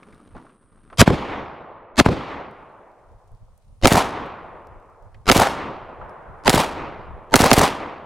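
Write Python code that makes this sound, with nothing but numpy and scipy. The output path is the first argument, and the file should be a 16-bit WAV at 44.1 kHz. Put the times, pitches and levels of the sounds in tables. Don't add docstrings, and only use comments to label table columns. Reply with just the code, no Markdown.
import sys
import numpy as np
from scipy import signal
from scipy.fft import rfft, irfft
from scipy.io import wavfile
from scipy.ndimage import uniform_filter1d

SR = 44100
rng = np.random.default_rng(int(sys.argv[2]) if len(sys.argv) > 2 else 0)


def digitize_waveform(pressure):
    field = np.atleast_2d(pressure).T
    bounded = np.clip(field, -1, 1)
    quanta = np.round(bounded * 32767).astype(np.int16)
    wavfile.write(sys.argv[1], SR, quanta)


N = 355005

# t/s, head microphone/dB, rear microphone/dB, long tail/dB (added to the rear level),
# head turn (1 favours the right)
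SHOTS = [(1.0172, -1, -62.5, 2, 0.12), (2.002, -3, -58.5, -0.5, -0.52), (3.8581, -4, -2.5, 1.5, .6),
         (5.301, -5.5, -1, 2, 0.83), (6.4809, -6, -3, 0.5, .8), (7.343, -4.5, 0.5, -4.5, 0.97),
         (7.5171, -4, -0.5, -1, 0.86)]
MIX_IN_S = 2.511


def gain_of(db):
    return 10 ** (np.asarray(db) / 20)


def evened(x):
    return x / np.sqrt(np.mean(x ** 2) + 1e-20)


def read(points, hz, axis=1):
    table = np.transpose(points)
    return np.interp(np.log(hz + 1), np.log(table[0] + 1), table[axis])


def curve(rows, t):
    return np.interp(t, *np.transpose(rows))


def add(mix, s, sound):
    part = mix[:, round(s * SR):][:, :sound.shape[-1]]
    part += sound[..., :part.shape[1]]


def coloured(x, points):
    size = x.shape[-1]
    gain = gain_of(read(points, np.fft.rfftfreq(size, 1 / SR)))
    return irfft(rfft(x) * gain, size)


def smoothed_twice(size, width):
    once = uniform_filter1d(rng.standard_normal(size), width)
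    return evened(uniform_filter1d(once, width))


def pair(size, alike):
    mid, side = rng.standard_normal((2, size))
    alike = np.clip(alike, 0, 1)
    return np.sqrt((1 + alike) / 2) * mid + np.sqrt((1 - alike) / 2) * side * np.array([[1], [-1]])


def trunks(size, alike, spread_db):
    lumps = evened(uniform_filter1d(rng.standard_normal(size), 90))
    left, right = pair(size, alike)
    side = uniform_filter1d(left - right, size=5)
    stereo = (left + right) / 2 + .6 * side * np.array([[1], [-1]])
    return evened(stereo * gain_of(spread_db * lumps))


def since_shot(t):
    return np.min([np.where(t < s, 9, t - s) for s, *_ in SHOTS[1:]], axis=0)


def rustle():
    # t/s, level/dB
    strength = [(0.0, -50.5), (0.134, -51.5), (0.33, -55.5), (.4, -52), (0.5, -53.5), (.58, -61.5),
                (0.69, -60.5), (0.88, -56)]
    # f/Hz, relative level/dB
    rustle_colour = [(90, -31), (150, -7.5), (250, -8), (450, -13.5), (800, -21.5), (1200, -15.5),
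                     (1900, -29), (4300, -40.5), (6500, -46.5), (15000, -61)]
    t = np.arange(N) / SR
    noise = evened(coloured(trunks(N, 1.0, 3.3), rustle_colour))
    return noise * gain_of(curve(strength, t)) * (t < SHOTS[0][0])


def insects():
    # f/Hz, width/Hz, throbs per s, depth 0-1, level/dB
    bands = [(8450, 450, 55, .9, -75.5), (9500, 750, 130, .3, -74), (9220, 450, 58, .4, -82)]
    hush_db, hush_s, waver_db = -22, .8, 2
    t = np.arange(N) / SR
    before = t < SHOTS[0][0]
    hush = hush_db * np.exp(-since_shot(t) / hush_s)
    rear = gain_of(hush + waver_db * smoothed_twice(N, 5000)) * (t > MIX_IN_S)
    out = np.zeros((2, N))
    for (hz, width, rate, depth, db), heard in zip(bands, [before, before, rear]):
        band = signal.butter(3, [hz - width / 2, hz + width / 2], "band", fs=SR, output="sos")
        throb = 1 + np.clip(depth, 0, 1) * np.cos(2 * np.pi * rate * t)
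        out += gain_of(db) * heard * evened(signal.sosfilt(band, pair(N, .8)) * throb)
    return out


def wind():
    # f/Hz, relative level/dB
    gust_colour = [(12, -21.5), (20, 1), (52, -7), (105, -6.5), (150, -17.5), (250, -29.5), (400, -43),
                   (900, -78.5)]
    # t/s, level/dB
    strength = [(0, -59.5), (.35, -54), (.6, -65), (.85, -55.5), (1.7, -58), (2.9, -64.5), (3.6, -57),
                (4.5, -53.5), (4.95, -59), (5.8, -51.5), (6.2, -55), (7.0, -42.5), (7.3, -51), (8.05, -59)]
    # peak t/s, level/dB, length/s
    buffets = [(0.366, -47.5, 0.039), (3.134, -49.5, 0.11), (3.335, -42.5, 0.04), (3.425, -45.5, 0.033),
               (3.74, -50, 0.14), (4.75, -44, 0.079), (5.064, -45, 0.08), (5.168, -44, 0.076),
               (5.24, -50, 0.045), (6.02, -43, 0.049), (6.307, -42.5, 0.073), (7.11, -40.5, 0.13)]
    lump_s, lumps_db = .05, 3.5
    t = np.arange(N) / SR
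    lumps = smoothed_twice(N, round(lump_s * SR))
    level = gain_of(curve(strength, t) + lumps_db * lumps)
    level += sum(gain_of(db) * np.exp(-(2 * (t - s) / length) ** 2) for s, db, length in buffets)
    return evened(coloured(pair(N, 0.55), gust_colour)) * level


def tick(db, hz, t60, snap_db):
    t, noise = np.arange(6000) / SR, pair(6000, 0.99)
    narrow = signal.iirpeak(hz, 1.6, SR)
    wide = signal.iirpeak(min(1.8 * hz, 9000), .9, SR)
    ring = evened(signal.lfilter(*narrow, signal.lfilter(*narrow, noise))) * gain_of(-60 * t / t60)
    snap = evened(signal.lfilter(*wide, signal.lfilter(*wide, noise))) * np.exp(-t / 0.0012)
    soft_edge = np.minimum(t / 0.0013, 1)
    return gain_of(db) * (ring + gain_of(snap_db) * snap) * soft_edge


def ticks():
    # t/s, level/dB, f/Hz
    touches = [(.03, -47, 2100), (.126, -48.5, 1870), (.145, -55, 4000), (.275, -55, 3000),
               (.349, -37, 660), (.356, -38, 260), (.365, -38, 1100), (.378, -43, 1100), (.396, -46, 900),
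               (.447, -48, 700), (.465, -50, 1100), (.494, -50, 1200), (.9, -42, 1250), (.922, -44, 450),
               (.927, -37, 1000), (2.511, -59, 4910), (2.915, -67, 4500), (3.276, -65, 6000),
               (3.317, -66, 7000), (3.348, -65, 5000), (3.577, -62, 9500), (4.26, -61, 7960),
               (4.67, -56, 6000), (4.8, -66, 5000), (4.899, -67, 5500), (5.024, -65, 6000),
               (5.144, -44, 2090), (6.094, -57, 5500)]
    ring_cycles = 70
    snap_db, snap_db_per_octave = -13.5, 7
    out = np.zeros((2, N))
    for s, db, hz in touches:
        snap = snap_db + snap_db_per_octave * np.log2(hz / 1000)
        add(out, s, tick(db, hz, ring_cycles / hz, snap))
    return out


def swell(ring_hz, db, length_ms, tilt_db, ring_db, stutter_db):
    stutter_ms, stutter_decay_ms = 10.6, 1.4
    stutter_step_db = -8.5
    size = round(4.3 * stutter_ms * SR / 1000)
    hz = np.fft.rfftfreq(4096, 1 / SR)
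    lead = np.arange(size, 0, -1) / SR * 1000
    peaks_db = 4 * evened(uniform_filter1d(rng.standard_normal(len(hz)), 8))
    slope_db = tilt_db * np.log2(1 + hz / 400) - 30 * (hz / 16000) ** 3
    noise = rfft(pair(4096, .93))
    away = (hz - ring_hz) / (30 + 0.05 * ring_hz)
    rough = evened(irfft(noise * gain_of(peaks_db + slope_db)))[:, :size]
    ring = evened(irfft(noise / (1 + away ** 4)))[:, :size]
    grow = np.sin(np.pi / 2 * np.clip(1 - lead / length_ms, 0, 1)) ** 4.1
    bursts = 0
    for k in range(4):
        age = np.maximum((k + 1) * stutter_ms - lead, 0) / stutter_decay_ms
        bursts = bursts + gain_of(stutter_db + stutter_step_db * k) * np.e * age * np.exp(-age)
    return rough * (gain_of(db) * grow + bursts) + gain_of(ring_db) * ring * grow


def blast(ms, db, crest, growth, rise, decay, wobble):
    age = np.maximum(ms, 1e-6)
    swing = np.cos(np.pi * np.log(age / crest) / np.log(growth) + wobble)
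    return gain_of(db) * swing * (1 - np.exp(-(age / rise) ** 3)) * np.exp(-(age - rise) / decay)


def arrivals(delays, paths, hiss_colour, alike, turn):
    size = 8000
    ms = np.arange(size) / SR * 1000 - 3
    hiss = evened(coloured(pair(size, alike), hiss_colour))
    wobble = 0.33 * smoothed_twice(size, 40)
    out = np.zeros((2, size))
    for at, (db, crest, growth, rise, decay, hiss_db, hiss_ms, right_db) in zip(delays, paths):
        side = turn * right_db * np.array([[-1], [1]])
        puff_age = ms - at - rise / 2 - hiss_ms
        puff = gain_of(hiss_db) * hiss * np.exp(-(puff_age / hiss_ms) ** 4)
        late = .014 * side
        out += blast(ms - at - late, db + side, crest, growth, rise, decay, wobble) + puff
    return out


def head_arrivals(turn):
    delays = [-2.7, 5.0, 51.5, 58.2, 59.6, 82.6, 80, 112]
    # relative level/dB, time to a crest/ms, growth per half swing (below 1: its inverse), rise/ms,
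    # decay/ms, relative hiss/dB, hiss/ms, right gain and left loss at full turn/dB
    paths = [(7.5, 4.9, 1.5, 0.11, 3.1, -2.5, 2, 3), (3, 1.9, 1.8, 1.1, 4.7, -20.5, 1.7, 3.5),
             (-26, 1.3, 0.76, .5, 2.2, -25.5, 8.7, 0), (-8, 1.5, 2, 0.69, 3.8, -16, 0.47, 1.5),
             (4.5, 4.7, 2.1, 0.85, 4.2, -18, 1, 0.5), (-4.5, 4.9, 2.5, 6.9, 2.1, -24, 0.87, 1),
             (-11.5, 26, 1.09, 5.8, 18, -33, 5.5, -3.5), (-14, 28, 1.5, 4.7, 13, -36.5, 9.3, 3)]
    # f/Hz, relative level/dB
    hiss_colour = [(200, -2.5), (1500, 8.5), (4000, -5), (9000, -18), (16000, -32)]
    return arrivals(delays, paths, hiss_colour, .93, turn)


def rear_arrivals(turn):
    delays = [13.2, 19.3, 65.5, 74.8, 92, 113]
    # relative level/dB, time to a crest/ms, growth per half swing (below 1: its inverse), rise/ms,
    # decay/ms, relative hiss/dB, hiss/ms, right gain and left loss at full turn/dB
    paths = [(-7.5, 5.2, 1.7, .6, 9, -6.5, 1.6, 0.0015), (-3.5, 1.9, 1.3, 2.4, 1.9, -13.5, 0.82, 0.00024),
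             (-13.5, 6.8, 0.76, 3.5, 1, -14, 1.2, 0), (-12, 3.7, 1.5, 1.1, 3.7, -13, 1.1, 0.011),
             (-1.5, 9, 1.09, 7.7, 3.5, -18, 3.2, 0.029), (-8, 5.7, 1.1, 5.3, 4, -23.5, 4, 0.006)]
    # f/Hz, relative level/dB
    hiss_colour = [(200, -15), (1500, 0.5), (4000, 4.5), (9000, 0), (16000, -12)]
    return arrivals(delays, paths, hiss_colour, 1.0, turn)


def echo_level(groups, age):
    power = 0
    for s, db, rise, t60 in groups:
        late = np.maximum(age - s, 0)
        level = gain_of(db - 60 * late / t60) * (1 - np.exp(-(late / rise) ** 2))
        power = power + level ** 2
    return np.sqrt(power)


def scatter(source, groups, colour, db, tail_db, power):
    patchy_db = 1.3
    hz, t, z = signal.stft(source, SR, nperseg=512, noverlap=384)
    start_db = read(colour, hz)[:, None]
    loss_db = read(colour, hz, axis=2)[:, None] * t ** power
    shape = gain_of(start_db - loss_db)
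    shape /= np.sqrt(np.mean(shape[:, :1] ** 2) * len(hz) / 32)
    patches = rng.standard_normal(shape.T.shape).T
    patches = evened(uniform_filter1d(uniform_filter1d(patches, 6, 0), 20, 1))
    z = z * shape * gain_of(patchy_db * patches)
    out = signal.istft(z, SR, nperseg=512, noverlap=384)[1][..., :source.shape[-1]]
    age = np.arange(out.shape[-1]) / SR
    late = np.clip(age / 0.37, 0, 1)
    return 3 * out * echo_level(groups, age) * gain_of(db + (tail_db - db) * late)


def head_scatter(source, db, tail_db):
    # t/s after the shot, relative level/dB, rise/s, t60/s
    groups = [(0.00067, -11.5, 0.0036, 0.082), (.036, -12, .02, 0.19), (.085, -20, .025, .6),
              (.235, -19.5, .06, .7), (.14, -27.5, 0.033, 3.06)]
    # f/Hz, relative level at the start/dB, loss against 1 kHz after 1 s/dB
    colour = [(30, -27.5, 10), (100, 6.5, 20), (254, 2.5, 18), (510, -3.5, 0), (1100, -1.5, 4.5),
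              (1600, -9.5, 9), (2200, -7.5, 17), (3000, -10.5, 25.5), (4300, -11.5, 43), (6000, -20.5, 50),
              (10100, -24, 88.5), (16000, -39, 117.5)]
    return scatter(source, groups, colour, db, tail_db, power=0.81)


def rear_scatter(source, db, tail_db):
    # t/s after the shot, relative level/dB, rise/s, t60/s
    groups = [(.016, -10.5, .002, .09), (0.031, -6.5, 0.025, 0.33), (0.1, -6.5, 0.012, 0.34),
              (0.15, -23.5, 0.058, 0.74), (0.14, -32, 0.17, 1.4)]
    # f/Hz, relative level at the start/dB, loss against 1 kHz after 1 s/dB
    colour = [(30, -43, 8), (150, -17, 6.5), (395, -6, 6.5), (900, -0.5, 6), (1520, -9, 8),
              (2200, -5.5, 45), (3000, -11, 28), (4340, -11.5, 43.5), (6000, -15, 48), (10200, -15, 79),
              (16000, -23, 108.5)]
    return scatter(source, groups, colour, db, tail_db, power=0.87)


def bank_boom(source, db):
    # t/s after the shot, relative level/dB, rise/s, t60/s
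    groups = [(.062, -11, .025, 0.23), (.15, -47.5, 0.092, 0.2)]
    # f/Hz, relative level at the start/dB, loss after 1 s/dB
    colour = [(30, -14, 3), (69, -5, 3.7), (139, -0.5, 3), (260, 0, 3.3), (430, 0, 2.1), (700, -28, 3),
              (2000, -67.5, 3)]
    return scatter(source[:, :SR // 2], groups, colour, db, db, power=0.77)


def pistol():
    # level/dB, length/ms, treble tilt/dB per octave,
    # ring level/dB, last burst level/dB
    swells = [(-8, 49, -2.5, -9.5, -11.5), (-10.5, 37, -4.5, -17, -15), (-13, 44, -5.5, -20, -10),
              (-14, 42, -5.5, -25, -11), (-20.5, 42, -5, -12.5, -16.5), (-25.5, 34.5, -6, -19.5, -22),
              (-24, 26, -2, -20, -20.5)]
    swell_ring_hz = [135, 260, 520, 1300, 920, 900, 900]
    same_site, fresh = .85, .45
    head_drop_db, rear_lumps_db = -1.5, 3
    out, size = np.zeros((2, N)), round(2.4 * SR)
    head_site, rear_site = trunks(size, 0.98, 1.5), trunks(size, 0.97, rear_lumps_db)
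    for (s, head_db, rear_db, tail_db, turn), run_up, ring_hz in zip(SHOTS, swells, swell_ring_hz):
        head = evened(same_site * head_site + fresh * trunks(size, 0.82, 0.85))
        rear = evened(0.58 * rear_site + 0.84 * trunks(size, 1.0, rear_lumps_db))
        add(out, s, head_scatter(head, head_db, tail_db))
        add(out, s, rear_scatter(rear, rear_db, rear_db + tail_db))
        add(out, s, bank_boom(head, head_db))
        near = gain_of(head_db) * head_arrivals(turn)
        behind = gain_of(rear_db) * rear_arrivals(turn)
        add(out, s - .003, near + behind)
        rough = swell(ring_hz, *run_up)
        add(out, s - .002 - rough.shape[1] / SR, rough)
        if s == SHOTS[1][0]:
            out[:, round(MIX_IN_S * SR):] *= gain_of(head_drop_db)
    return out


def grass():
    # f/Hz, relative level/dB
    grass_colour = [(300, -6.5), (1500, -2.5), (5000, -4.5), (9000, -7.5), (15000, -19)]
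    grass_db, crackles_per_s, crackle_db = -74.5, 21, -81.5
    hush_db, hush_s = -18.5, .5
    t = np.arange(N) / SR
    sizes = gain_of(2.7 * np.minimum(rng.exponential(1, N), 3.5))
    starts = sizes * (rng.random(N) < crackles_per_s / SR)
    crackle = signal.oaconvolve(starts, np.exp(-np.arange(1000) / 180))[:N]
    level = gain_of(grass_db) + gain_of(crackle_db) * crackle
    behind = gain_of(hush_db * np.exp(-since_shot(t) / hush_s)) * (t > MIX_IN_S)
    return evened(coloured(pair(N, 0.25), grass_colour)) * level * behind


def far_shots():
    # t/s, relative level/dB, t60/s
    reports = [(6.012, -35.5, 5.5)]
    # f/Hz, relative level/dB
    far_colour = [(88, -42), (150, 1), (282, -11.5), (385, -1.5), (971, 1.5), (1520, -5), (6000, -54),
                  (7800, -91.5), (13200, -120)]
    out, t = np.zeros((2, N)), np.arange(SR) / SR
    for s, db, t60 in reports:
        tail = np.exp(-t / 0.0078) + .5 * gain_of(-60 * t / t60)
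        fade = gain_of(db) * tail * np.minimum(t / 0.0036, 1)
        add(out, s, fade * evened(coloured(pair(SR, 0.73), far_colour)))
    return out


def spent_case():
    # t/s, peak level/dB, f/Hz, t60/s
    case_ring = (6.096, -70, 10600, .15)
    s, db, hz, t60 = case_ring
    out, t = np.zeros((2, N)), np.arange(6000) / SR
    add(out, s, gain_of(db - 60 * t / t60) * np.sin(2 * np.pi * hz * t))
    return out


def scene():
    return rustle() + insects() + wind() + ticks() + pistol() + grass() + far_shots() + spent_case()


def low_pass(x):
    return signal.sosfilt(signal.butter(12, 16110, fs=SR, output="sos"), x)


def record(dry):
    return low_pass(np.clip(dry, -1, 1))


dry = scene()
out = record(dry)
digitize_waveform(out)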